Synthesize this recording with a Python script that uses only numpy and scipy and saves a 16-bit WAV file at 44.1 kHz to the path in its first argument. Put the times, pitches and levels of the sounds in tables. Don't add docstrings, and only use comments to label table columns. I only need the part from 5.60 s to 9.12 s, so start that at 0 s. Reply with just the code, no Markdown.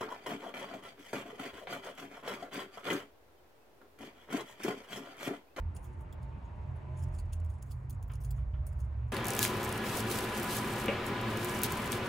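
import sys
import numpy as np
from scipy import signal
from scipy.fft import rfft, irfft
from scipy.io import wavfile

SR = 44100
rng = np.random.default_rng(int(sys.argv[2]) if len(sys.argv) > 2 else 0)


def makeup_ratio(level_db):
    decades = np.asarray(level_db, float) / 20
    return 10 ** decades


def dump_mix(stems):
    frames = np.atleast_2d(stems).T
    limited = np.clip(frames, -1, 1)
    pcm = np.round(limited * 32767).astype(np.int16)
    wavfile.write(sys.argv[1], SR, pcm)


N = 155232


def rms_one(x):
    return x / np.sqrt(np.mean(x ** 2) + 1e-20)


def at_hz(points, hz):
    table_hz, values = np.transpose(points)
    return np.interp(np.log(hz), np.log(table_hz), values)


def drift(rate):
    step, settle = 40, 2000
    r = np.exp(-2 * np.pi * rate * step / SR)
    chance = rng.standard_normal(N // step + 2 + settle)
    slow = signal.lfilter([1], [1, -2 * r, r * r], chance)[settle:]
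    return np.interp(np.arange(N) / step, np.arange(len(slow)), rms_one(slow - slow.mean()))


def shaped_noise(spectrum, patchy_db, likeness):
    hz = np.maximum(np.fft.rfftfreq(N, 1 / SR), 1)
    octaves_outside = abs(np.log2(np.clip(hz, spectrum[0][0], spectrum[-1][0]) / hz))
    level_db = at_hz(spectrum, hz) - 40 * octaves_outside
    mid, side = rfft(rng.standard_normal((2, N))) * makeup_ratio(level_db)
    like = np.clip(at_hz(likeness, hz), 0, 1)
    pair = np.sqrt(1 + like) * mid + np.sqrt(1 - like) * side * [[1], [-1]]
    place = np.clip(2 * np.log2(hz / 40), 0, 15)
    out = 0
    for k in range(16):
        band = np.maximum(1 - abs(place - k), 0)
        out = out + irfft(pair * band, N) * makeup_ratio(patchy_db * drift(11.9))
    return rms_one(out)


def road_noise():
    # time in seconds, level in dB.
    traffic = [
        (0, -56),
        (.6, -54),
        (1.351, -53),
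        (1.599, -55),
        (2.2, -58),
        (3.52, -56),
    ]
    # frequency in Hz, level in dB per Hz.
    through_walls = [(150, 1), (450, -12), (750, -12), (960, -10), (1250, -17), (2350, -25), (3300, -36)]
    # frequency in Hz, level in dB per Hz.
    faint_top = [(4300, -40.5), (5300, -45.5), (7000, -45.5), (10000, -52), (13700, -59), (14300, -78)]
    # frequency in Hz, likeness of left and right (0 to 1).
    likeness = [(170, 1), (250, 0.06), (500, 0.4), (1400, 0.041), (12000, 0.92)]
    brightens = 0.95
    s, db = np.transpose(traffic)
    busy_db = np.interp(np.arange(N) / SR, s, db)
    road = shaped_noise(through_walls + faint_top, patchy_db=1.4, likeness=likeness)
    hiss_band = signal.butter(2, [2100, 4300], "band", fs=SR, output="sos")
    hiss = signal.sosfilt(hiss_band, road)
    hiss_gain = makeup_ratio(brightens * (busy_db - busy_db.mean()))
    return makeup_ratio(busy_db) * (road + hiss * (hiss_gain - 1))


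def glides(rows, wobble, rate):
    t, out = np.arange(N) / SR, np.zeros(N)
    for s, length, from_hz, to_hz, db in rows:
        u = np.clip((t - s) / length, 0, 1)
        hz = from_hz + (to_hz - from_hz) * u
        turn = 2 * np.pi * (np.cumsum(hz) / SR + rng.random())
        level = np.sqrt(2) * makeup_ratio(db) * np.sin(np.pi * u) * (1 + wobble / 2 * drift(rate))
        out += level * np.sin(turn + wobble * drift(rate))
    return out


def rumble():
    # frequency in Hz, level in dB per Hz.
    low_spectrum = [(38, 14), (80, 24.5), (135, 12), (155, 0.5), (230, -33.5)]
    # start in seconds, length in seconds, from Hz, to Hz, level in dB.
    swells = [(-.2, 0.29, 44.7, 44.6, -34), (-.2, 0.45, 79.5, 80.7, -39), (.55, 0.3, 124.7, 129.1, -49.5),
              (1.0, 0.22, 132.1, 131.2, -47), (1.0, 0.64, 86.75, 84.4, -41), (1.25, 0.3, 131, 131.2, -41.5),
              (1.3, 0.64, 45, 44.6, -41), (1.45, 0.62, 80.77, 85.4, -39.5),
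              (1.95, 0.51, 130.6, 128.4, -46.5), (2.1, 2.19, 49.12, 79.85, -38.5),
              (2.0, 1.005, 96.54, 108.9, -44.5), (3.05, 0.56, 110.2, 115.4, -41.5),
              (2.4, 0.93, 128.3, 136.1, -41.5), (2.55, 1.18, 44.04, 46.2, -47.5),
              (2.9, 0.48, 83.1, 79.4, -42.5)]
    rumble_db, pan_db = -42.5, 0.96
    noise = shaped_noise(low_spectrum, patchy_db=2.5, likeness=[(20, 0.99), (20000, 0.99)])
    bass = makeup_ratio(rumble_db) * noise + glides(swells, wobble=0.6, rate=4.9)
    return bass * makeup_ratio([[-pan_db], [pan_db]])


def far_whines():
    # start in seconds, length in seconds, from Hz, to Hz, level in dB.
    whines = [(.1, .5, 358, 358, -66), (1.05, .7, 360, 360, -65), (.8, .85, 612, 614, -62),
              (1.4, .7, 615, 612, -69), (.35, .5, 612, 615, -71), (2.7, .7, 610, 604, -68),
              (-.2, .36, 897, 897, -64), (.15, .6, 892, 890, -65), (.5, .5, 878, 935, -65),
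              (.75, .42, 925, 975, -64), (1.15, .4, 985, 1035, -66), (1.2, .4, 860, 915, -67),
              (.9, .4, 860, 880, -68)]
    whine = glides(whines, wobble=0.7, rate=12)
    return np.array([whine, np.roll(whine, 8)])


def slips():
    slips_per_s, spread_db = 5500, 4.2
    sizes = makeup_ratio(spread_db * np.minimum(rng.exponential(1, N), 4)) * rng.choice([-1, 1], N)
    return rms_one(sizes * (rng.random(N) < slips_per_s / SR))


def resonate(x, peaks):
    stick_q, grip_db = 8, 1.8
    pulse, out = np.eye(1, 2048)[0], 0
    both = np.concatenate([pulse, x + 1e-18])
    for k, (hz, db) in enumerate(peaks):
        r = np.exp(-np.pi * hz / stick_q / SR)
        grip = makeup_ratio(db + grip_db * np.concatenate([0 * pulse, drift(30)]))
        feed = (1 - r * r) / 2 * np.array([1, 0, -1])
        ring = [1, -2 * r * np.cos(2 * np.pi * hz / SR), r * r]
        out = out + (-1) ** k * grip * signal.lfilter(feed, ring, both)
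    return out[len(pulse):] / np.sqrt(np.sum(out[:len(pulse)] ** 2))


def lone_modes(grain):
    # start in seconds, level in dB, mode in Hz, decay in seconds.
    deep_bites = [(.243, -70, 3350, .018), (.526, -64, 3350, .011), (.628, -75, 4500, .01),
                  (2.643, -72, 3250, .012), (.148, -63, 9500, .025), (.848, -75, 6800, .01),
                  (1.158, -73, 10500, .01), (3.48, -83, 7500, .012), (1.587, -68, 4600, .012),
                  (2.022, -72, 3000, .008), (2.115, -67, 4600, .01), (2.297, -70, 3300, .012),
                  (2.707, -67, 4600, .008), (1.725, -70, 2800, .012), (3.066, -74, 3400, .008),
                  (3.066, -62, 9300, .012), (1.385, -70, 7200, .025), (2.638, -64, 9500, .02),
                  (1.81, -75, 2700, .015), (.162, -72, 2800, .008), (2.116, -72, 3200, .008),
                  (2.645, -71, 4700, .012)]
    deep_q = 16
    out, t = np.zeros(N + SR), np.arange(SR // 10) / SR
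    for s, db, hz, decay in deep_bites:
        r, i = np.exp(-np.pi * hz / deep_q / SR), int(s * SR)
        push = makeup_ratio(db) * np.exp(-t / max(decay, .002)) * np.resize(grain[i:], len(t))
        feed = np.sqrt(1 - r * r) * np.array([1, 0, -1])
        ring = [1, -2 * r * np.cos(2 * np.pi * hz / SR), r * r]
        out[i:i + len(t)] += signal.lfilter(feed, ring, push)
    return out[:N] * np.sqrt(.5)


def gnawing():
    # peak time in seconds, level in dB, rise in ms per 12 dB, fall in ms per 12 dB,
    # share of the top over the body in dB.
    first_bout = [(0.1663, -54, 8, 8, -11), (0.246, -63.5, 17, 25, -1), (0.263, -69.5, 12, 34, -7),
                  (0.2957, -85, 2, 15, -4.0), (0.332, -79, 16, 25, -20), (0.3896, -81, 6, 43, -16),
                  (0.4103, -68, 1.5, 3.5, -3), (0.4189, -77, 46, 19, -2), (0.5272, -60.5, 2.8, 10, -2),
                  (0.6312, -68, 9, 10, -6), (0.852, -82, 2, 9, -17)]
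    second_bout = [(1.374, -69, 10, 23, -28), (1.393, -64, 20, 42, -10), (1.428, -57, 4.6, 9.9, -12),
                   (1.437, -55.5, 2, 6.5, -14), (1.4867, -74, 13, 5.1, -14), (1.549, -62, 17, 27, -10),
                   (1.589, -56, 5.5, 5.5, -17), (1.5968, -61.5, 4.4, 11.6, -20),
                   (1.6577, -73, 6.3, 8.8, -20), (1.732, -49.5, 5.1, 7.5, -5), (1.752, -70.5, 8.0, 20, -11),
                   (1.802, -63.5, 4.3, 3.8, -10.0), (1.8493, -62.5, 6.5, 4.0, 0),
                   (1.8618, -63.5, 1.9, 2.3, -7), (1.903, -65.5, 10.5, 18, -7), (1.939, -73, 13, 24, -12),
                   (1.9867, -76, 13, 9.5, -17), (2.026, -52.5, 3.9, 4.7, -3), (2.066, -74, 21, 160, -3),
                   (2.1173, -53.5, 9.8, 12, -3)]
    third_bout = [(2.2408, -89, 2.3, 4.6, 26), (2.2979, -51.5, 1, 14, 9), (2.3068, -55, 3.3, 2.5, -1),
                  (2.3284, -62, 1.8, 7, -6), (2.3443, -72.5, 6.3, 15, -14), (2.4271, -58, 1.5, 9.4, 0.5),
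                  (2.4796, -66, 2.5, 8.6, 4), (2.5055, -76, 2.4, 9.8, -16), (2.519, -57.5, 2.1, 5, 2),
                  (2.5357, -56, 1, 10, -14), (2.557, -55, 4.1, 2.4, -3), (2.6041, -62, 1.5, 4.1, 3),
                  (2.611, -59, 1.7, 27, 3), (2.6488, -56, 12, 12, -3), (2.6922, -74, 24, 7.7, -8),
                  (2.71, -48.5, 2.6, 8.3, 2.5), (2.7499, -74, 10.7, 8.6, -10), (2.765, -70, 8.7, 38, -5),
                  (3.0673, -55, 3.2, 9.4, 3), (3.09, -73.5, 10.0, 32, -17), (3.1263, -68, 2, 14, -4),
                  (3.2047, -61.5, 16.9, 16, -3), (3.2474, -72.5, 8.6, 20, -14), (3.4889, -80.5, 16, 6, -22)]
    # time in seconds, peak in dB.
    cracks = [(0.165, -37), (0.2438, -42), (0.409, -49), (0.4184, -63), (0.5254, -49), (0.63, -63),
              (1.4252, -46), (1.4366, -40), (1.5883, -45), (1.5977, -39), (1.6571, -64), (1.7254, -47),
              (1.7334, -47), (1.7998, -55), (1.8467, -60), (1.8612, -58), (1.9024, -56), (1.9114, -62),
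              (1.937, -65), (2.0235, -41), (2.1161, -45), (2.2967, -34.5), (2.3082, -33), (2.3144, -52),
              (2.3274, -52), (2.3424, -63), (2.4268, -37), (2.4783, -58), (2.5042, -65), (2.5172, -52),
              (2.5244, -65), (2.5341, -48), (2.5573, -45), (2.604, -53), (2.6105, -51), (2.7067, -33),
              (2.7147, -42), (2.7442, -52), (2.7504, -60), (3.0623, -50), (3.1248, -71), (3.247, -56)]
    # frequency in Hz, level in dB.
    stick_body = [(2750, -12), (3400, -10), (4580, -11.5), (5600, -8.5), (6750, -3), (7600, -4),
                  (9300, -2.6), (10300, -4.5)]
    stick_top = [(11300, -1.5), (12600, -1.5), (14000, 0), (15600, 1.5)]
    bite_db, crack_db, crack_top_db = -1.5, -5, 0
    t, body, top, grain = np.arange(N) / SR, np.zeros(N), np.zeros(N), slips()
    for s, db, rise_ms, fall_ms, top_db in first_bout + second_bout + third_bout:
        near = slice(max(int((s - .15) * SR), 0), int((s + .2) * SR))
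        ms = (t[near] - s) * 1000
        steps_down = np.where(ms < 0, -ms / max(rise_ms, .3), ms / max(fall_ms, .3))
        power = makeup_ratio(db + bite_db - 12 * steps_down) ** 2
        share = 1 / (1 + makeup_ratio(-top_db) ** 2)
        body[near] += power * (1 - share)
        top[near] += power * share
    s, db = np.transpose(cracks)
    ticks = np.zeros(N)
    ticks[(s * SR).astype(int)] = makeup_ratio(db + crack_db)
    body_ring = resonate(grain * np.sqrt(body) + ticks, stick_body)
    top_ring = resonate(grain * np.sqrt(top) + makeup_ratio(crack_top_db) * ticks, stick_top)
    return body_ring + top_ring + lone_modes(grain)


def burst(rows, decay):
    t = np.arange(N) / SR
    return sum(makeup_ratio(db) * (t > s) * np.exp(-np.maximum(t - s, 0) / decay) for s, db in rows)


def knocks():
    # time in seconds, peak in dB.
    knock_times = [
        (2.4972, -47.5),
        (2.779, -58),
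        (2.9372, -53.5),
    ]
    # frequency in Hz, level in dB.
    wall_modes = [(1150, 1), (1370, 1.5), (1850, -8), (2350, -5.5), (2750, -12), (3080, -5), (3400, -11)]
    rattle_s, knock_db, wall_t60_s = 0.031, -26.5, 0.012
    out, push = np.zeros(N), makeup_ratio(knock_db) * burst(knock_times, rattle_s)
    for hz, db in wall_modes:
        r, w = makeup_ratio(-60 / (wall_t60_s * SR)), 2 * np.pi * hz / SR
        rattle = push * rng.standard_normal(N) + 1e-18
        out += signal.lfilter([0, makeup_ratio(db) * np.sin(w)], [1, -2 * r * np.cos(w), r * r], rattle)
    return out


def wash(x, t60):
    t = np.arange(SR // 3) / SR
    tails = rng.standard_normal((2, len(t))) * makeup_ratio(-60 * t / t60) * (t > 0)
    tails /= np.sqrt(np.sum(tails ** 2, axis=1, keepdims=True))
    return signal.fftconvolve(x[None], tails, axes=1)[:, :N]


def in_pen(near):
    pen_t60_s, pen_db = 0.079, -6.5
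    floor_t60_s, floor_db = 0.035, -6.5
    pen = makeup_ratio(pen_db) * wash(near, pen_t60_s)
    floor = makeup_ratio(floor_db) * np.diff(wash(near, floor_t60_s), axis=0) * np.sqrt(.5) * [[1], [-1]]
    return near + pen + floor


def scene():
    outside = road_noise() + rumble() + far_whines()
    return in_pen(gnawing() + knocks()) + outside


def band_limit(x):
    return signal.sosfilt(signal.butter(12, 16510, fs=SR, output="sos"), x)


def record(dry):
    top_cut = signal.cheby2(10, 40, 16300, fs=SR, output="sos")
    mix = signal.sosfilt(top_cut, dry)
    return band_limit(mix)


dry = scene()
out = record(dry)
dump_mix(out)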